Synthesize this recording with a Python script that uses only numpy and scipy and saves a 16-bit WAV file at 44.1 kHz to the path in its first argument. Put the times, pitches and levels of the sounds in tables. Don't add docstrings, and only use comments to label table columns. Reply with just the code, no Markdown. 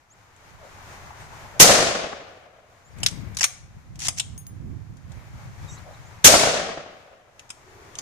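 import sys
import numpy as np
from scipy import signal
from scipy.fft import rfft, irfft, next_fast_len
from scipy.io import wavfile
from scipy.ndimage import uniform_filter1d, minimum_filter1d

SR = 44100
rng = np.random.default_rng(int(sys.argv[2]) if len(sys.argv) > 2 else 0)


def wav_record(signal):
    frames = np.transpose(np.atleast_2d(signal))
    bounded = np.clip(frames, -1, 1)
    quanta = np.round(bounded * 32767).astype(np.int16)
    wavfile.write(sys.argv[1], SR, quanta)


N = 353593
TIME = np.arange(N) / SR

# f/Hz, level/dB
METAL_COLOUR = [(200, -29), (500, -19.5), (750, -7), (1500, -4.5), (2800, 2.5), (4200, 0.5), (6200, 8),
                (8000, 1.5), (11000, -8.5), (15000, -25)]


def undb(db):
    return 10 ** (np.asarray(db) / 20)


def curve(rows, at):
    x, *columns = np.transpose(rows)
    return [np.interp(at, x, c) for c in columns]


def over_pitch(rows, hz):
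    log_rows = [(np.log(r[0]), *r[1:]) for r in rows]
    return curve(log_rows, np.log(hz + 1))


def clock(seconds):
    return np.arange(int(seconds * SR)) / SR


def add(out, start, sound):
    i = int(start * SR)
    out[:, i:i + sound.shape[-1]] += sound[..., :N - i]


def sides(db):
    return undb(np.array([db, -db]) / 2)


def colour(x, points, tilt_db=0):
    hz = np.linspace(0, SR / 2, x.shape[-1] // 2 + 1)
    gain = undb(over_pitch(points, hz)[0] + tilt_db * np.log2(hz + 1))
    level = np.sqrt(np.mean(gain ** 2))
    return irfft(rfft(x) * gain / level, x.shape[-1])


def air_noise(size):
    # f/Hz, left minus right/dB, likeness (0-1)
    port_rows = [(150, 1, .7), (593, 1, 0.6), (1230, 2.5, .05), (2320, 4, 0), (7040, 1.5, 0),
                 (14960, -5.5, 0)]
    mid, side = rfft(rng.standard_normal((2, size)))
    pan_db, alike = over_pitch(port_rows, np.linspace(0, SR / 2, len(mid)))
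    alike = np.clip(alike, -.99, .99)
    mid = mid * np.sqrt((1 + alike) / 2)
    side = side * np.sqrt((1 - alike) / 2)
    return irfft(np.array([mid + side, mid - side]) * sides(pan_db), size)


def walk(size, rate):
    at = np.arange(size) / SR * rate
    steps = rng.standard_normal(size // 16 + 2)
    return np.interp(at, np.arange(len(steps)), steps) * np.sqrt(3 / 2)


def fade(t, t60):
    return np.exp(-np.log(1000) * t / t60)


def ring(modes, t, scatter_db):
    total = 0
    for hz, db, t60 in modes:
        share = undb(db + scatter_db * rng.standard_normal((2, 1)))
        phase = rng.random((2, 1))
        total = total + share * fade(t, t60) * np.sin(2 * np.pi * (hz * t + phase))
    return total


def distant(levels, spectrum, waver_db=1.67):
    far_noise = colour(air_noise(next_fast_len(N)), spectrum)[:, :N]
    return far_noise * undb(curve(levels, TIME)[0] + waver_db * walk(N, 14))


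def wind(buffet_db=2.5, eddy_db=-9, eddy_growth=0.7):
    # t/s, level/dB, left minus right/dB
    gusts = [(0, -71, -2), (.42, -71, 2), (.53, -42.5, -15), (.7, -63, 14), (1.1, -53, 1), (1.55, -50.5, 1),
             (2.8, -67, 2), (3.0, -28.5, 14), (3.3, -27.5, 14.5), (3.45, -38.5, -1.5), (4.05, -29.5, 1.5),
             (4.25, -30.5, -3.5), (4.7, -26.5, -11), (5.1, -35, -8.5), (5.6, -40.5, 4), (6.0, -46.5, 7),
             (7.2, -63.5, -0.5), (8.02, -60, 0)]
    # f/Hz, level/dB
    rumble_colour = [(20, -18.5), (60, -2.5), (105, 2), (160, -4), (250, -22), (500, -33), (1500, -63)]
    db, pan_db = curve(gusts, TIME)
    large, small = rng.standard_normal((2, 2, next_fast_len(N)))
    rumble = colour(large, rumble_colour)[:, :N]
    flutter = colour(small, [(2 * hz, level) for hz, level in rumble_colour])[:, :N]
    flutter = flutter * undb(eddy_db + eddy_growth * (db - db.max()))
    return (rumble + flutter) * sides(pan_db) * undb(db + buffet_db * walk(N, 22))


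def birds(buzz_hz=170):
    # t/s, length/s, start f/Hz, end f/Hz, level/dB, flutter depth/Hz
    calls = [(.10, 0.04, 5640, 7700, -45, 3), (1.185, 0.093, 9050, 7850, -64.5, -3),
             (2.844, .05, 6600, 7500, -51.5, 3), (5.678, 0.036, 3760, 3740, -50.5, -1),
             (5.681, 0.087, 6550, 6940, -48, 999), (5.768, .025, 4085, 4016, -55, 303),
             (5.935, 0.023, 4105, 3760, -58.5, 200.5), (6.04, 0.052, 5700, 7590, -61, 4)]
    out = np.zeros((2, N))
    for start, length, first_hz, last_hz, db, depth_hz in calls:
        t = clock(.2)
        part = np.minimum(t / length, 1)
        flutter = np.sin(2 * np.pi * buzz_hz * t + 2.3 * walk(len(t), 500))
        hz = first_hz + (last_hz - first_hz) * part ** .65 + depth_hz * flutter
        swell = np.sqrt(2 * np.abs(np.sin(np.pi * part)))
        add(out, start, undb(db) * swell * np.sin(2 * np.pi * np.cumsum(hz) / SR))
    return out


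def steel_blow(tilt_db, ring_db=-8, spot_t60=.0035):
    # f/Hz, level/dB, t60/s
    steel_modes = [(2750, -19, 0.042), (3100, -27, 0.16), (3730, -18.5, 0.11), (6600, -23.5, 0.24),
                   (6370, -31, 0.17), (10100, -27, .13)]
    clack_t60_s, rattle_db, rattle_t60_s = 0.034, -19, 0.14
    t = clock(1 / 5)
    envelope = fade(t, clack_t60_s) + undb(rattle_db) * fade(t, rattle_t60_s)
    chatter = colour(air_noise(len(t)), METAL_COLOUR, tilt_db) * envelope
    spot = rng.standard_normal(len(t)) * fade(t, spot_t60)
    spot = spot[None] / np.linalg.norm(spot)
    clack = signal.fftconvolve(chatter, spot, axes=1)[:, :len(t)]
    onset = 1 - fade(t, 0.0058)
    return (clack + undb(ring_db) * ring(steel_modes, t, scatter_db=2.5)) * onset


def bolt(grit_db=3.0, grit_rate=500):
    # t/s, level/dB, brightness/(dB per octave)
    blows = [(.362, -42, 0), (2.984, -34, -1), (3.002, -34, 0), (3.0315, -6, -1), (3.062, 1, 1.5),
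             (3.084, -16, 0), (3.111, -26, 3), (3.347, -26, 0), (3.369, -8, -.5), (3.4083, -1, -1),
             (3.415, -6, -1), (3.4295, -2, -1.2), (3.4403, 7.5, 1.5), (3.956, -32, 0), (3.991, -21, 2),
             (4.083, 2, -.3), (4.1835, -10, 1.5), (4.1972, -1, -1), (4.968, -37, 0), (5.118, -38, 0),
             (7.3935, -26, -.5), (7.492, -33, 0), (7.5025, -15.5, -2.3), (7.953, -32, 0),
             (7.986, -21, -2.5)]
    # start t/s, end t/s, start level/dB, end level/dB
    scrapes = [(3.387, 3.398, -19, -17.5), (3.994, 4.075, -25.5, -13), (4.157, 4.186, -49, -18)]
    out, t = np.zeros((2, N)), clock(1 / 5)
    for start, db, tilt_db in blows:
        add(out, start, undb(db) * steel_blow(tilt_db))
    for start, end, first_db, last_db in scrapes:
        length = end - start
        grip_db = np.interp(t, [0, length, length + 0.02], [first_db, last_db, -77])
        scrape = colour(air_noise(len(t)), METAL_COLOUR)
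        add(out, start, scrape * undb(grip_db + grit_db * walk(len(t), grit_rate)))
    return out


def bumps():
    # peak t/s, half length/s, centre f/Hz, level/dB
    soft_bursts = [(.645, .04, 600, -44.5), (1.112, 0.0078, 890, -41.5), (1.335, .018, 910, -45),
                   (1.456, 0.011, 824, -42), (1.565, .025, 601.4, -41.5), (5.89, .035, 630, -44.5),
                   (7.8, 0.2, 378, -48)]
    out, t = np.zeros((2, N)), clock(1)
    middle = t.mean()
    for top, half, hz, db in soft_bursts:
        band = [(hz / 4, -45), (hz / 1.5, -16), (hz, 0), (hz * 1.5, -16), (hz * 5, -50)]
        body = colour(air_noise(len(t)), band)
        add(out, top - middle, body * undb(db) * np.exp(-np.square((t - middle) / half)))
    return out


def wood_scatter(patchy_db=2.0, patch_rate=110):
    # f/Hz, level at first/dB, decay/(dB per s)
    scatter_rows = [(30, -34, 52), (90, -6, 33), (172, 1, 36), (269.8, -7.5, 39.5), (414, 2, 37),
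                    (653, 12, 25.5), (790, -2.5, 40.5), (950, -2, 37), (1200, 0, 31.5), (2960, -1.5, 39.5),
                    (6430, 5, 64.5), (9700, -0.5, 89.5), (15000, -14, 140)]
    near_s, far_s, edge_s, beyond_db = 0.036, 0.51, 0.2, -10.5
    t = clock(1.8)
    hz, delay, z = signal.stft(air_noise(len(t)), SR, nperseg=256)
    start_db, decay = (c[:, None] for c in over_pitch(scatter_rows, hz))
    lumps = np.interp(delay, t, walk(len(t), patch_rate)) / (1 + hz[:, None] / 3500)
    beyond = (1 + np.tanh((delay - far_s) / edge_s)) / 2
    db = start_db - decay * delay + beyond_db * beyond + patchy_db * lumps
    return signal.istft(z * undb(db), SR)[1][:, :len(t)] * np.minimum(t / near_s, 1)


def trunk_echo(body_hz=640, t60=0.052, splinter_db=-1, knock_db=-8):
    t = clock(0.06)
    hz = body_hz * np.exp(0.058 * rng.standard_normal())
    knock = np.sin(2 * np.pi * hz * t) * np.exp(-np.square((t - .003) / 0.0031))
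    splinter_colour = [(100, -6.0), (700, 0.5), (1600, -6.0), (3500, -22.5), (8000, -66)]
    splinters = colour(air_noise(len(t)), splinter_colour) * fade(t, t60) * (1 - fade(t, 0.037))
    return undb(knock_db) * knock + undb(splinter_db) * splinters


def shots(trunk_db=8.0, thump_db=8, thump_hz=130, thump_delay=0.029, thump_s=.003):
    # t/s, blast level/dB, echo level/dB
    firings = [(1.5983, 18, 7.5), (6.2440, 17.5, 7)]
    # f/Hz, level/dB
    blast_colour = [(25, -10), (150, 0.5), (400, -1), (1000, -4), (2500, -0.5), (4800, -1.5), (6200, 7),
                    (7600, 0.5), (11000, -6.5), (15000, -13.5)]
    # t after the shot/s, level relative to each other/dB
    trunk_rows = [(.093, -3), (.104, -9.5), (.111, -15), (.188, -10.5), (.226, -10.5), (.352, -20.5),
                  (.420, -30), (0.443, -22), (.528, -23), (.615, -34)]
    attack_s, hold_s, blast_t60_s = .004, .032, 0.034
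    pin_lead_s, pin_db = 0.0036, -24
    out, t = np.zeros((2, N)), clock(0.25)
    envelope = np.minimum(t / attack_s, 1) * fade(np.maximum(t - hold_s, 0), blast_t60_s)
    for start, blast_db, echo_db in firings:
        blast = colour(air_noise(len(t)), blast_colour) * undb(blast_db) * envelope
        late = t - thump_delay
        thump = np.sin(2 * np.pi * thump_hz * late) * np.exp(-(late / thump_s) ** 2)
        add(out, start - pin_lead_s, undb(pin_db) * steel_blow(0))
        add(out, start, blast + undb(thump_db) * thump)
        add(out, start, undb(echo_db) * wood_scatter())
        for delay, db in trunk_rows:
            add(out, start + delay, undb(echo_db + trunk_db + db) * trunk_echo())
    return out


def rubs(catch_db=1.0, catch_rate=120):
    # t/s, length/s, level/dB
    strokes = [(2.961, .42, -38.5), (5.094, .2, -48.5)]
    out = np.zeros((2, N))
    for start, length, db in strokes:
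        size = len(clock(length))
        rub_colour = [(600, 4), (1600, 2), (2250, 3.5), (2800, -6.5), (9000, -18.5)]
        rub = colour(air_noise(size), rub_colour)
        catching = undb(db + catch_db * walk(size, catch_rate))
        add(out, start, rub * catching * np.hanning(size) ** 0.098)
    return out


def spent_case(tick_db=-1):
    # t/s, level/dB
    knocks = [(3.4413, -17), (4.378, -25), (4.467, -26)]
    # f/Hz, level/dB, t60/s
    brass_modes = [(6540, -8.5, 0.16), (9400, -2, 0.15), (13120, -12, 0.2), (14950, -5, 0.11)]
    out, t = np.zeros((2, N)), clock(1 / 2)
    for start, db in knocks:
        tick = colour(air_noise(len(t)), METAL_COLOUR) * fade(t, 0.0094)
        add(out, start, undb(db) * (ring(brass_modes, t, scatter_db=-4.5) + undb(tick_db) * tick))
    return out


def scene(wet_db=-20.0, near_t60=0.89):
    # t/s, level/dB
    hush_levels = [(0, -48), (1.5, -44.5), (4, -44.5), (6.1, -49), (8.02, -41.5)]
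    # f/Hz, level/dB
    hush_colour = [(40, 0), (100, 7), (220, -6.5), (450, -6.5), (800, -2), (1400, -4.5), (2300, -7.5),
                   (2800, -14), (5000, -16.5), (6600, -14), (8200, -22), (15000, -30)]
    # t/s, level/dB
    rush_levels = [(0, -57), (1.5, -49.5), (3.5, -59.5), (7, -57.5), (8.02, -53.5)]
    # f/Hz, level/dB
    rush_colour = [(150, -22), (450, -14), (850, 0.5), (1900, -7), (3200, -18), (8000, -44)]
    valley = distant(hush_levels, hush_colour) + distant(rush_levels, rush_colour)
    small = birds() + bolt() + rubs() + spent_case()
    wood = colour(wood_scatter(), [(300, 8.5), (6000, -2.5), (11000, 7.5)])
    wood = wood * fade(TIME[:wood.shape[1]], near_t60)
    wood = wood / np.sqrt(np.sum(wood ** 2) / 2)
    echo = signal.fftconvolve(small, wood, axes=1)[:, :N]
    return valley + wind() + small + undb(wet_db) * echo + bumps() + shots()


def gain_control(x, deaf_below_hz=500):
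    threshold_db, max_cut_db, recover_db_per_s = -24, 13, 15.5
    detect_s, hold_s = .08, 0.5
    window, hold = int(detect_s * SR), int(hold_s * SR)
    highpass = signal.butter(2, deaf_below_hz, "high", fs=SR, output="sos")
    heard = signal.sosfilt(highpass, x)
    power = uniform_filter1d(np.mean(heard ** 2, axis=0), window, origin=(window - 1) // 2)
    level_db = 10 * np.log10(np.abs(power) + 1e-12)
    cut_db = np.clip(level_db - threshold_db, 0, max_cut_db)
    quiet = minimum_filter1d(1. * (cut_db == 0), hold, origin=(hold - 1) // 2)
    recovered_db = recover_db_per_s * np.cumsum(quiet) / SR
    deepest_db = np.maximum.accumulate(np.maximum(cut_db + recovered_db, max_cut_db))
    return undb(recovered_db - deepest_db)


def record(dry, ceiling=0.79):
    top_hz = 15450
    ridden = dry * gain_control(dry)
    flattened = ridden / (1 + (ridden / ceiling) ** 4) ** (1 / 4)
    lowpass = signal.ellip(10, .1, 70, top_hz, fs=SR, output="sos")
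    return signal.sosfilt(lowpass, flattened)


dry = scene()
out = record(dry)
wav_record(out)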